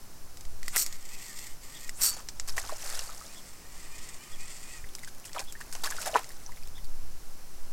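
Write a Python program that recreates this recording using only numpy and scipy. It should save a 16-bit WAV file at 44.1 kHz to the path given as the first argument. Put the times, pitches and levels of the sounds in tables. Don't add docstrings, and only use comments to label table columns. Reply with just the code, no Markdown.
import sys
import numpy as np
from scipy import signal
from scipy.fft import rfft, irfft, next_fast_len
from scipy.io import wavfile
from scipy.ndimage import uniform_filter1d

SR = 44100
rng = np.random.default_rng(int(sys.argv[2]) if len(sys.argv) > 2 else 0)


def bounce(signal):
    frames = np.transpose(np.atleast_2d(signal))
    limited = np.clip(frames, -1, 1)
    pcm = np.round(limited * 32767).astype(np.int16)
    wavfile.write(sys.argv[1], SR, pcm)


N = 340452
T = np.arange(N) / SR

# frequency_hz, level_db
AIR_TONE = [(59, -40), (100, -3), (335, -9), (389, -8), (433, -11), (705, -11.5), (872, -11.5), (1360, -14),
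            (2000, -17.5), (3120, -20), (3320, -22), (5420, -14.5), (7450, -17.5), (11600, -19.5),
            (16000, -23)]
# frequency_hz, level_db
RUMBLE_TONE = [(2, 26), (6, 32.5), (11, 21), (20, 5.5), (40, 0), (70, -4.5), (110, -13), (220, -31.5)]
# peak_s, half_width_s, level_db
WIND_GUSTS = [(.52, .12, -50), (2.55, 0.21, -53), (3.76, 0.15, -66), (4.82, 0.041, -48.5),
              (6.85, 0.34, -51), (7.62, 0.073, -60)]
# frequency_hz, level_db
SIDE_TONE = [(25, -25), (60, -21), (140, -23), (280, -12.5), (600, -3), (1200, -10.5), (2200, -25),
             (4000, 7.5), (8000, 16), (16000, 0.5)]
# frequency_hz, level_db
EDDY_TONE = [(25, 11), (130, -17), (300, -3), (600, -11)]
# start_s, length_s, top_pitch_hz, level_db
BIRD_CALLS = [(1.738, .052, 3580, -47), (3.355, .046, 3520, -49), (4.315, .042, 3520, -51),
              (5.466, .052, 3520, -49), (6.745, .05, 3580, -47)]
# peak_s, half_width_s, spray_db, churn_db
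FISH_SURGES = [(2.93, 0.15, -40, -46), (6.02, 0.18, -46.5, -49)]
# start_s, length_s, spray_db, churn_db
FISH_SLAPS = [(2.111, 0.037, -39.5, -48.5), (2.165, 0.044, -48, -49.5), (2.475, 0.019, -32.5, -46),
              (2.565, 0.01, -37.5, -42), (2.578, 0.02, -36.5, -43.5), (2.637, 0.017, -52, -45.5),
              (2.688, .04, -52, -49), (5.025, .014, -49, -61), (5.072, .012, -41.5, -62),
              (5.252, 0.016, -41, -68), (5.345, 0.044, -44.5, -43.5), (5.392, 0.013, -35, -37.5),
              (5.604, 0.01, -43.5, -48), (5.725, .0098, -34.5, -52), (5.75, .0064, -39, -41.5),
              (5.835, 0.027, -31, -35.5), (5.903, 0.014, -39, -44), (6.014, 0.0068, -33, -49),
              (6.057, .021, -34, -36.5), (6.144, 0.018, -45, -31), (6.163, 0.019, -50, -33)]
# frequency_hz, level_db
SPRAY_TONE = [(880, -20), (1500, 1), (1640, 0), (2830, -6.5), (2970, -9.5), (5330, 4), (5770, 2.5),
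              (7690, 4), (14100, -5.5), (16000, -15)]
# frequency_hz, level_db
SLOSH_TONE = [(150, -23.5), (280, -8.5), (450, -1.5), (800, -0.5), (1800, -0.5), (3500, -8.0)]
# start_s, pitch_hz, level_db, life_cycles
BIG_BUBBLES = [(2.580, 1850, -18.5, 18), (2.579, 1070, -28.5, 25), (2.694, 1054, -27, 20),
               (2.723, 616, -29.5, 15), (3.093, 1240, -36, 28), (3.212, 1200, -39, 50),
               (4.842, 1900, -35, 14), (5.035, 1870, -38, 40), (5.075, 1550, -39.5, 40),
               (5.363, 1190, -26, 22), (5.37, 950, -26, 14), (5.371, 700, -29, 20),
               (5.381, 3200, -30.5, 31), (5.386, 2380, -29, 31), (5.552, 1710, -38, 78),
               (5.612, 1750, -30, 19), (5.857, 1110, -26.5, 18), (5.873, 1650, -26.5, 29),
               (5.922, 1620, -27.5, 26), (5.984, 1380, -29, 29), (6.074, 720, -26, 24),
               (6.092, 650, -32, 32), (6.132, 620, -30, 26), (6.142, 2820, -24.5, 30),
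               (6.463, 5740, -30.5, 52), (6.492, 1000, -39, 21), (6.1505, 760, -15.5, 14),
               (6.153, 435, -31, 36), (6.1568, 960, -8, 13), (6.157, 1340, -16, 10)]
# start_s, click_db, snap_db (compared with the click), knock_db
SHARP_TICKS = [(0.371, -37.5, -11, -65), (.4084, -37.5, -12, -65), (.4515, -38, -21, -50),
               (.63, -35, -10, -36.5), (0.6806, -25, -8.5, -28.5), (0.7608, -19, -0.5, -29),
               (0.7671, -26, 2, -19), (0.8628, -25, -8, -47), (0.9257, -33.5, -14, -46),
               (1.8933, -30, -7.5, -31.5), (2.0161, -24, -13, -39), (2.287, -23.5, -18, -41),
               (2.3977, -23, -22, -48), (2.9921, -25.5, -13, -57), (4.9509, -30, -8, -62),
               (5.0462, -34.5, -23, -61), (5.331, -35, -22, -49), (5.5237, -34.5, -4, -55),
               (5.965, -32, -19, -42), (6.1913, -34, -6, -50), (6.2434, -36, -24, -43),
               (6.6733, -40, -7, -59)]
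# frequency_hz, level_db
CLICK_TONE = [(180, -40), (300, 0), (457, -8.5), (1460, 0.5), (2000, 1), (3660, 4.5), (5340, 12.5),
              (6490, 9), (8140, 9.5), (9750, -15.5), (11000, -50), (14300, -39), (22000, -120)]
# start_s, length_s, whistle_db, swish_db
ROD_STRIKES = [(0.687, .078, -38.5, -31.5), (1.922, .09, -40, -43)]
# start_s, length_s, whirr_db, growl_db
CRANK_SPELLS = [(.62, 0.33, -50.5, -60.5), (.98, .21, -51.5, -59.5), (1.19, .31, -47.5, -60),
                (1.6, 0.27, -50, -60), (3.2, 0.31, -55, -65), (3.52, .2, -58.5, -62.5),
                (3.71, 0.46, -51, -56.5), (4.19, 0.17, -54.5, -58.5), (4.38, 0.4, -50.5, -58)]
# frequency_hz, level_db
WHIRR_TONE = [(1000, -25), (1700, -14), (1920, 2.5), (2230, 0), (2430, -10), (3160, -7.5), (3530, -3),
              (3880, -10), (4430, -1), (6320, -2.5), (7410, 3.5), (8610, 1.5), (10500, -14), (12500, -12),
              (16000, -26)]
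# pitch_hz, width_hz, level_db
REEL_RESONANCES = [(1135, 300, 0.5), (1920, 260, 3), (2370, 270, -1), (2650, 240, -5)]
# start_s, length_s, spin_up_s, click_db
DRAG_SLIPS = [(.7605, .088, .004, -21), (2.003, .106, .02, -18.5)]
# frequency_hz, level_db
DRAG_TONE = [(150, -65), (250, -17), (906, -15.5), (1260, -7), (1730, -11.5), (1950, -10), (3520, -12),
             (4410, -1), (5070, -5), (5630, 6), (6360, -2.5), (8120, 7.5), (10000, -6.5), (13900, 1.5),
             (16000, -19)]
# pitch_hz, ring_s (time to fade by 60 dB), first_slip_db, second_slip_db
SPOOL_NOTES = [(2745, .3, -32, -33), (4530, .25, -22, -9), (6865, .32, -12, -16), (7865, .22, -24, -23),
               (11000, .18, -32, -23)]


def amp(db):
    return 10 ** (np.asarray(db) / 20)


def unit(x):
    return x / np.sqrt(np.mean(x ** 2) + 1e-20)


def noise():
    return rng.standard_normal(N)


def add(out, start_s, x):
    i = int(start_s * SR)
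    out[i:i + len(x)] += x[:N - i]


def colour(x, tone):
    hz, db = np.transpose(tone)
    n = next_fast_len(N + SR // 2, real=True) // 2 * 2
    octave, known = np.log2(np.maximum(np.fft.rfftfreq(n, 1 / SR), 1)), np.log2(hz)
    beyond = abs(octave - np.clip(octave, known[0], known[-1]))
    cepstrum = irfft(np.log(amp(np.interp(octave, known, db) - 10 * beyond)))
    cepstrum[1:n // 2] *= 2
    cepstrum[n // 2 + 1:] = 0
    response = np.exp(rfft(cepstrum))
    noise_gain = np.sqrt(np.mean(abs(response) ** 2))
    return irfft(rfft(x, n) * response / noise_gain)[:N]


def resonate(x, hz, width_hz):
    return signal.lfilter(*signal.iirpeak(min(hz, SR / 2.2), hz / width_hz, SR), x)


def wander(rate_hz):
    points = rng.standard_normal(N // 8)
    return np.interp(T * rate_hz, np.arange(len(points)), points)


def hump(peak_s, half_width_s):
    return np.exp(-((T - peak_s) / half_width_s) ** 2)


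def patter(per_second, spread_db):
    clicks = (rng.random(N) < per_second / SR) * np.sign(noise())
    return unit(clicks * amp(spread_db * np.clip(noise(), -2, 2)))


def delay(x, delay_s):
    return np.interp(T - delay_s, T, x, left=0)


def scatter(x, fade_s):
    t = np.arange(SR // 4) / SR
    echoes = rng.standard_normal(len(t)) * np.exp(-t / fade_s)
    return signal.fftconvolve(x, echoes / np.linalg.norm(echoes))[:N]


def breeze(hiss_db=-53.07):
    hiss = colour(noise(), AIR_TONE) * amp(hiss_db + .5 * wander(2.76))
    light_wind = amp(-57.5 + 2 * wander(4))
    gusts = sum(amp(db) * hump(peak_s, half_width_s) for peak_s, half_width_s, db in WIND_GUSTS)
    return hiss + colour(noise(), RUMBLE_TONE) * (light_wind + gusts) * amp(22)


def bird(pitch_arch=0.198, overtone_db=-7):
    out = np.zeros(N)
    for start_s, length_s, top_hz, db in BIRD_CALLS:
        progress = np.linspace(0, 1, int(length_s * SR))
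        arch = 1 - pitch_arch * (2 * progress ** .8 - 1) ** 2
        pitch_hz = top_hz * arch * (1 + .045 * wander(900)[:len(progress)])
        phase = np.pi * np.cumsum(pitch_hz) / SR
        swell = np.sin(np.pi * progress) * amp(db + 3 * wander(400)[:len(progress)])
        overtone = amp(overtone_db) * (1 - progress) * np.sin(3 * phase)
        add(out, start_s, swell * (np.sin(2 * phase) + overtone))
    return out + amp(-5) * scatter(out, fade_s=.015)


def bubble(hz, cycles, glide):
    life_s = cycles / hz
    t = np.arange(int(life_s * SR)) / SR
    onset = 1 - np.exp(-(t * hz / .7) ** 2)
    swell = onset * np.exp(-np.log(1000) * t / life_s)
    return swell / swell.max() * np.sin(2 * np.pi * hz * t * (1 + glide * t / life_s / 2))


def froth(low_hz, high_hz, cycles, spread_db, count=3600):
    out = np.zeros(N)
    for when, height, life, loudness in rng.random((count, 4)):
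        hz = low_hz * (high_hz / low_hz) ** height
        add(out, when * T[-1], amp(spread_db * loudness) * bubble(hz, cycles * (.5 + life), glide=0.21))
    return unit(out)


def drips(first_s=4.8, last_s=6.9, low_hz=1800, high_hz=9000, tap_s=0.0016, count=90):
    rings, taps = np.zeros((2, N))
    tap_fade = np.exp(-np.arange(SR // 100) / (tap_s * SR))
    for when, height, softness in rng.random((count, 3)):
        start_s = first_s + when * (last_s - first_s)
        hz = low_hz * (high_hz / low_hz) ** height
        gain = amp(-40.5 - 12 * softness)
        add(rings, start_s, gain * bubble(hz, cycles=22, glide=0.23))
        add(taps, start_s, gain * amp(-5) * tap_fade)
    return rings + 2 * resonate(taps * noise(), hz=9000, width_hz=7000)


def bubble_trails(low_hz=650, high_hz=3380, within_s=.06, per_slap=5):
    out = np.zeros(N)
    for start_s, _, _, churn_db in FISH_SLAPS:
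        for when, height, softness in rng.random((per_slap, 3)):
            hz = low_hz * (high_hz / low_hz) ** height
            gain = amp(churn_db - 1.5 - 10 * softness)
            add(out, start_s + within_s * when ** 2, gain * bubble(hz, cycles=22, glide=0.16))
    return out


def plops(glide_per_cycle=0.0058, bank_echo_s=.00568):
    out = bubble_trails() + drips()
    for start_s, hz, db, cycles in BIG_BUBBLES:
        add(out, start_s, amp(db) * bubble(hz, cycles, glide=cycles * glide_per_cycle))
    out = signal.sosfilt(signal.butter(3, 300, "high", fs=SR, output="sos"), out)
    echo = -amp(-6) * delay(out, bank_echo_s)
    return out + echo + amp(-16) * scatter(out, fade_s=0.027)


def churning():
    gurgle = froth(low_hz=560, high_hz=2600, cycles=15, spread_db=12)
    slosh = colour(noise(), SLOSH_TONE)
    return unit(gurgle + 0.92 * slosh)


def splashing(rise_s=0.0012, fall_s=0.017, wash_s=0.072, stir_s=0.39):
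    spray_gain, churn_gain = np.zeros((2, N))
    for peak_s, half_width_s, spray_db, churn_db in FISH_SURGES:
        stirred = amp(-6.5) * hump(peak_s, stir_s)
        surge = np.maximum(hump(peak_s, half_width_s), stirred)
        spray_gain += amp(spray_db) * surge
        churn_gain += amp(churn_db) * surge
    t = np.arange(SR) / SR
    onset = 1 - np.exp(-t / rise_s)
    wash = onset * np.exp(-t / wash_s)
    for start_s, length_s, spray_db, churn_db in FISH_SLAPS:
        slap = onset * np.exp(-t / length_s / 2 - np.maximum(t - length_s, 0) / fall_s)
        add(spray_gain, start_s, amp(spray_db - 1) * np.maximum(slap, amp(-22.5) * wash))
        add(churn_gain, start_s, amp(churn_db) * np.maximum(slap, amp(-31.5) * wash))
    fizz = froth(low_hz=2600, high_hz=11000, cycles=22, spread_db=17)
    drops = unit(patter(per_second=1500, spread_db=5) + .75 * noise() + .9 * fizz)
    spray = unit(drops * amp(2 * wander(220)))
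    return colour(spray * spray_gain, SPRAY_TONE) + churn_gain * churning()


def sharp_ticks(click_s=0.00099, rattle_s=0.0087, knock_hz=1980, knock_s=0.0021):
    clicks, snaps, knocks = np.zeros((3, N))
    t = np.arange(SR // 25) / SR
    onset = 1 - np.exp(-t / .0005)
    fade = onset * (np.exp(-t / click_s) + 0.16 * np.exp(-t / rattle_s))
    knock = np.exp(-t / knock_s) * np.sin(2 * np.pi * knock_hz * t)
    for start_s, click_db, snap_db, knock_db in SHARP_TICKS:
        burst = fade * rng.standard_normal(len(t))
        add(clicks, start_s, amp(click_db + 3.5) * burst)
        add(snaps, start_s, amp(click_db + snap_db + 7) * burst)
        add(knocks, start_s, amp(knock_db + 3) * knock)
    return colour(clicks, CLICK_TONE) + 2 * resonate(snaps, hz=10500, width_hz=4000) + knocks


def rod_strikes(slow_hz=5200, fast_hz=10500):
    out = np.zeros(N)
    rush = unit(resonate(resonate(noise(), hz=1500, width_hz=2800), hz=1600, width_hz=2800))
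    for start_s, length_s, whistle_db, swish_db in ROD_STRIKES:
        speed = np.linspace(0, 1, int(length_s * SR))
        flutter = 1 + 0.202 * wander(5000)[:len(speed)]
        hz = (slow_hz + (fast_hz - slow_hz) * speed) * flutter
        whistle = amp(whistle_db) * speed * np.sin(2 * np.pi * np.cumsum(hz) / SR)
        swish = amp(swish_db) * speed ** 4 * rush[:len(speed)]
        add(out, start_s, whistle + swish)
    return out


def cranking(rise_s=0.021, fall_s=0.032, build_db=3):
    whirr_gain, growl_gain = np.zeros((2, N))
    for start_s, length_s, whirr_db, growl_db in CRANK_SPELLS:
        since_s = np.maximum(T - start_s, 0)
        speed = (1 - np.exp(-since_s / rise_s)) * np.exp(-np.maximum(since_s - length_s, 0) / fall_s)
        load_db = build_db * (np.minimum(since_s / length_s, 1) - .5)
        whirr_gain += speed * amp(whirr_db + load_db)
        growl_gain += speed * amp(growl_db + load_db)
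    return whirr_gain, growl_gain


def winding(rotor_hz=10, teeth_hz=605, rod_high_until_s=2.5):
    turn = np.sin(2 * np.pi * rotor_hz * T + .8 * wander(4))
    hand = wander(12)
    pitch_hz = teeth_hz * (1 + .045 * hand) * (1 + .018 * turn + .02 * wander(250))
    phase = 2 * np.pi * np.cumsum(pitch_hz) / SR
    teeth = unit(sum(np.sin(harmonic * phase) * amp(6 * wander(20)) for harmonic in range(2, 6)))
    push = teeth * amp(2.5 * turn) + 3 * noise()
    growl = unit(sum(amp(db) * resonate(push, hz, width_hz) for hz, width_hz, db in REEL_RESONANCES))
    grit = unit(patter(per_second=5000, spread_db=6) * amp(3 * wander(110)))
    sheen = unit(resonate(grit, hz=11500, width_hz=2200)) * amp(-11) * (T < rod_high_until_s)
    whirr = amp(-0.3) * colour(grit, WHIRR_TONE) + sheen
    whirr_gain, growl_gain = cranking()
    return (whirr * whirr_gain + amp(1) * growl * growl_gain) * amp(1.54 * hand)


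def drag_buzz(fast_hz=520.6, slow_hz=109.7, stall_db=-7.5, click_s=0.00061, scrape_db=-14):
    snaps, ring = np.zeros((2, N))
    for slip, (start_s, length_s, spin_up_s, click_db) in enumerate(DRAG_SLIPS):
        progress = np.clip((T - start_s) / length_s, 0, 1)
        spin = np.clip((T - start_s) / spin_up_s, 0, 1) * (progress < 1)
        rate_hz = spin * (fast_hz + (slow_hz - fast_hz) * progress ** 2)
        strength = spin * amp(click_db + stall_db * progress ** 4)
        teeth_passed = np.ceil(np.cumsum(rate_hz * np.exp(0.057 * wander(300))) / SR)
        hits = np.diff(teeth_passed, prepend=0) * strength * amp(3.5 * wander(400))
        force = signal.lfilter([1], [1, -np.exp(-1 / (click_s * SR))], hits + 1e-18)
        force += amp(scrape_db) * uniform_filter1d(strength, int(0.047 * SR))
        snaps += force
        for hz, ring_s, *slip_db in SPOOL_NOTES:
            keep = np.exp(-2 * np.log(1000) / (ring_s * SR))
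            energy = signal.lfilter([1 - keep], [1, -keep], force ** 2)
            wobble = 1.5 * wander(110)
            ring += amp(slip_db[slip]) * np.sqrt(energy) * np.sin(2 * np.pi * hz * T + wobble)
    return colour(snaps * noise(), DRAG_TONE) + ring


def scene(echo_db=-28, echo_s=.00499):
    tackle = rod_strikes() + drag_buzz() + winding()
    centre = tackle + sharp_ticks() + splashing() + plops() + bird() + breeze()
    air_around = amp(-72) * colour(noise(), AIR_TONE)
    eddies = amp(-74) * colour(noise(), EDDY_TONE)
    side = colour(amp(echo_db) * delay(centre, echo_s) + air_around, SIDE_TONE) + eddies
    return np.array([centre + side, centre - side])


def record(dry, top_hz=16000):
    return signal.sosfilt(signal.ellip(10, .2, 75, top_hz, fs=SR, output="sos"), dry)


dry = scene()
out = record(dry)
bounce(out)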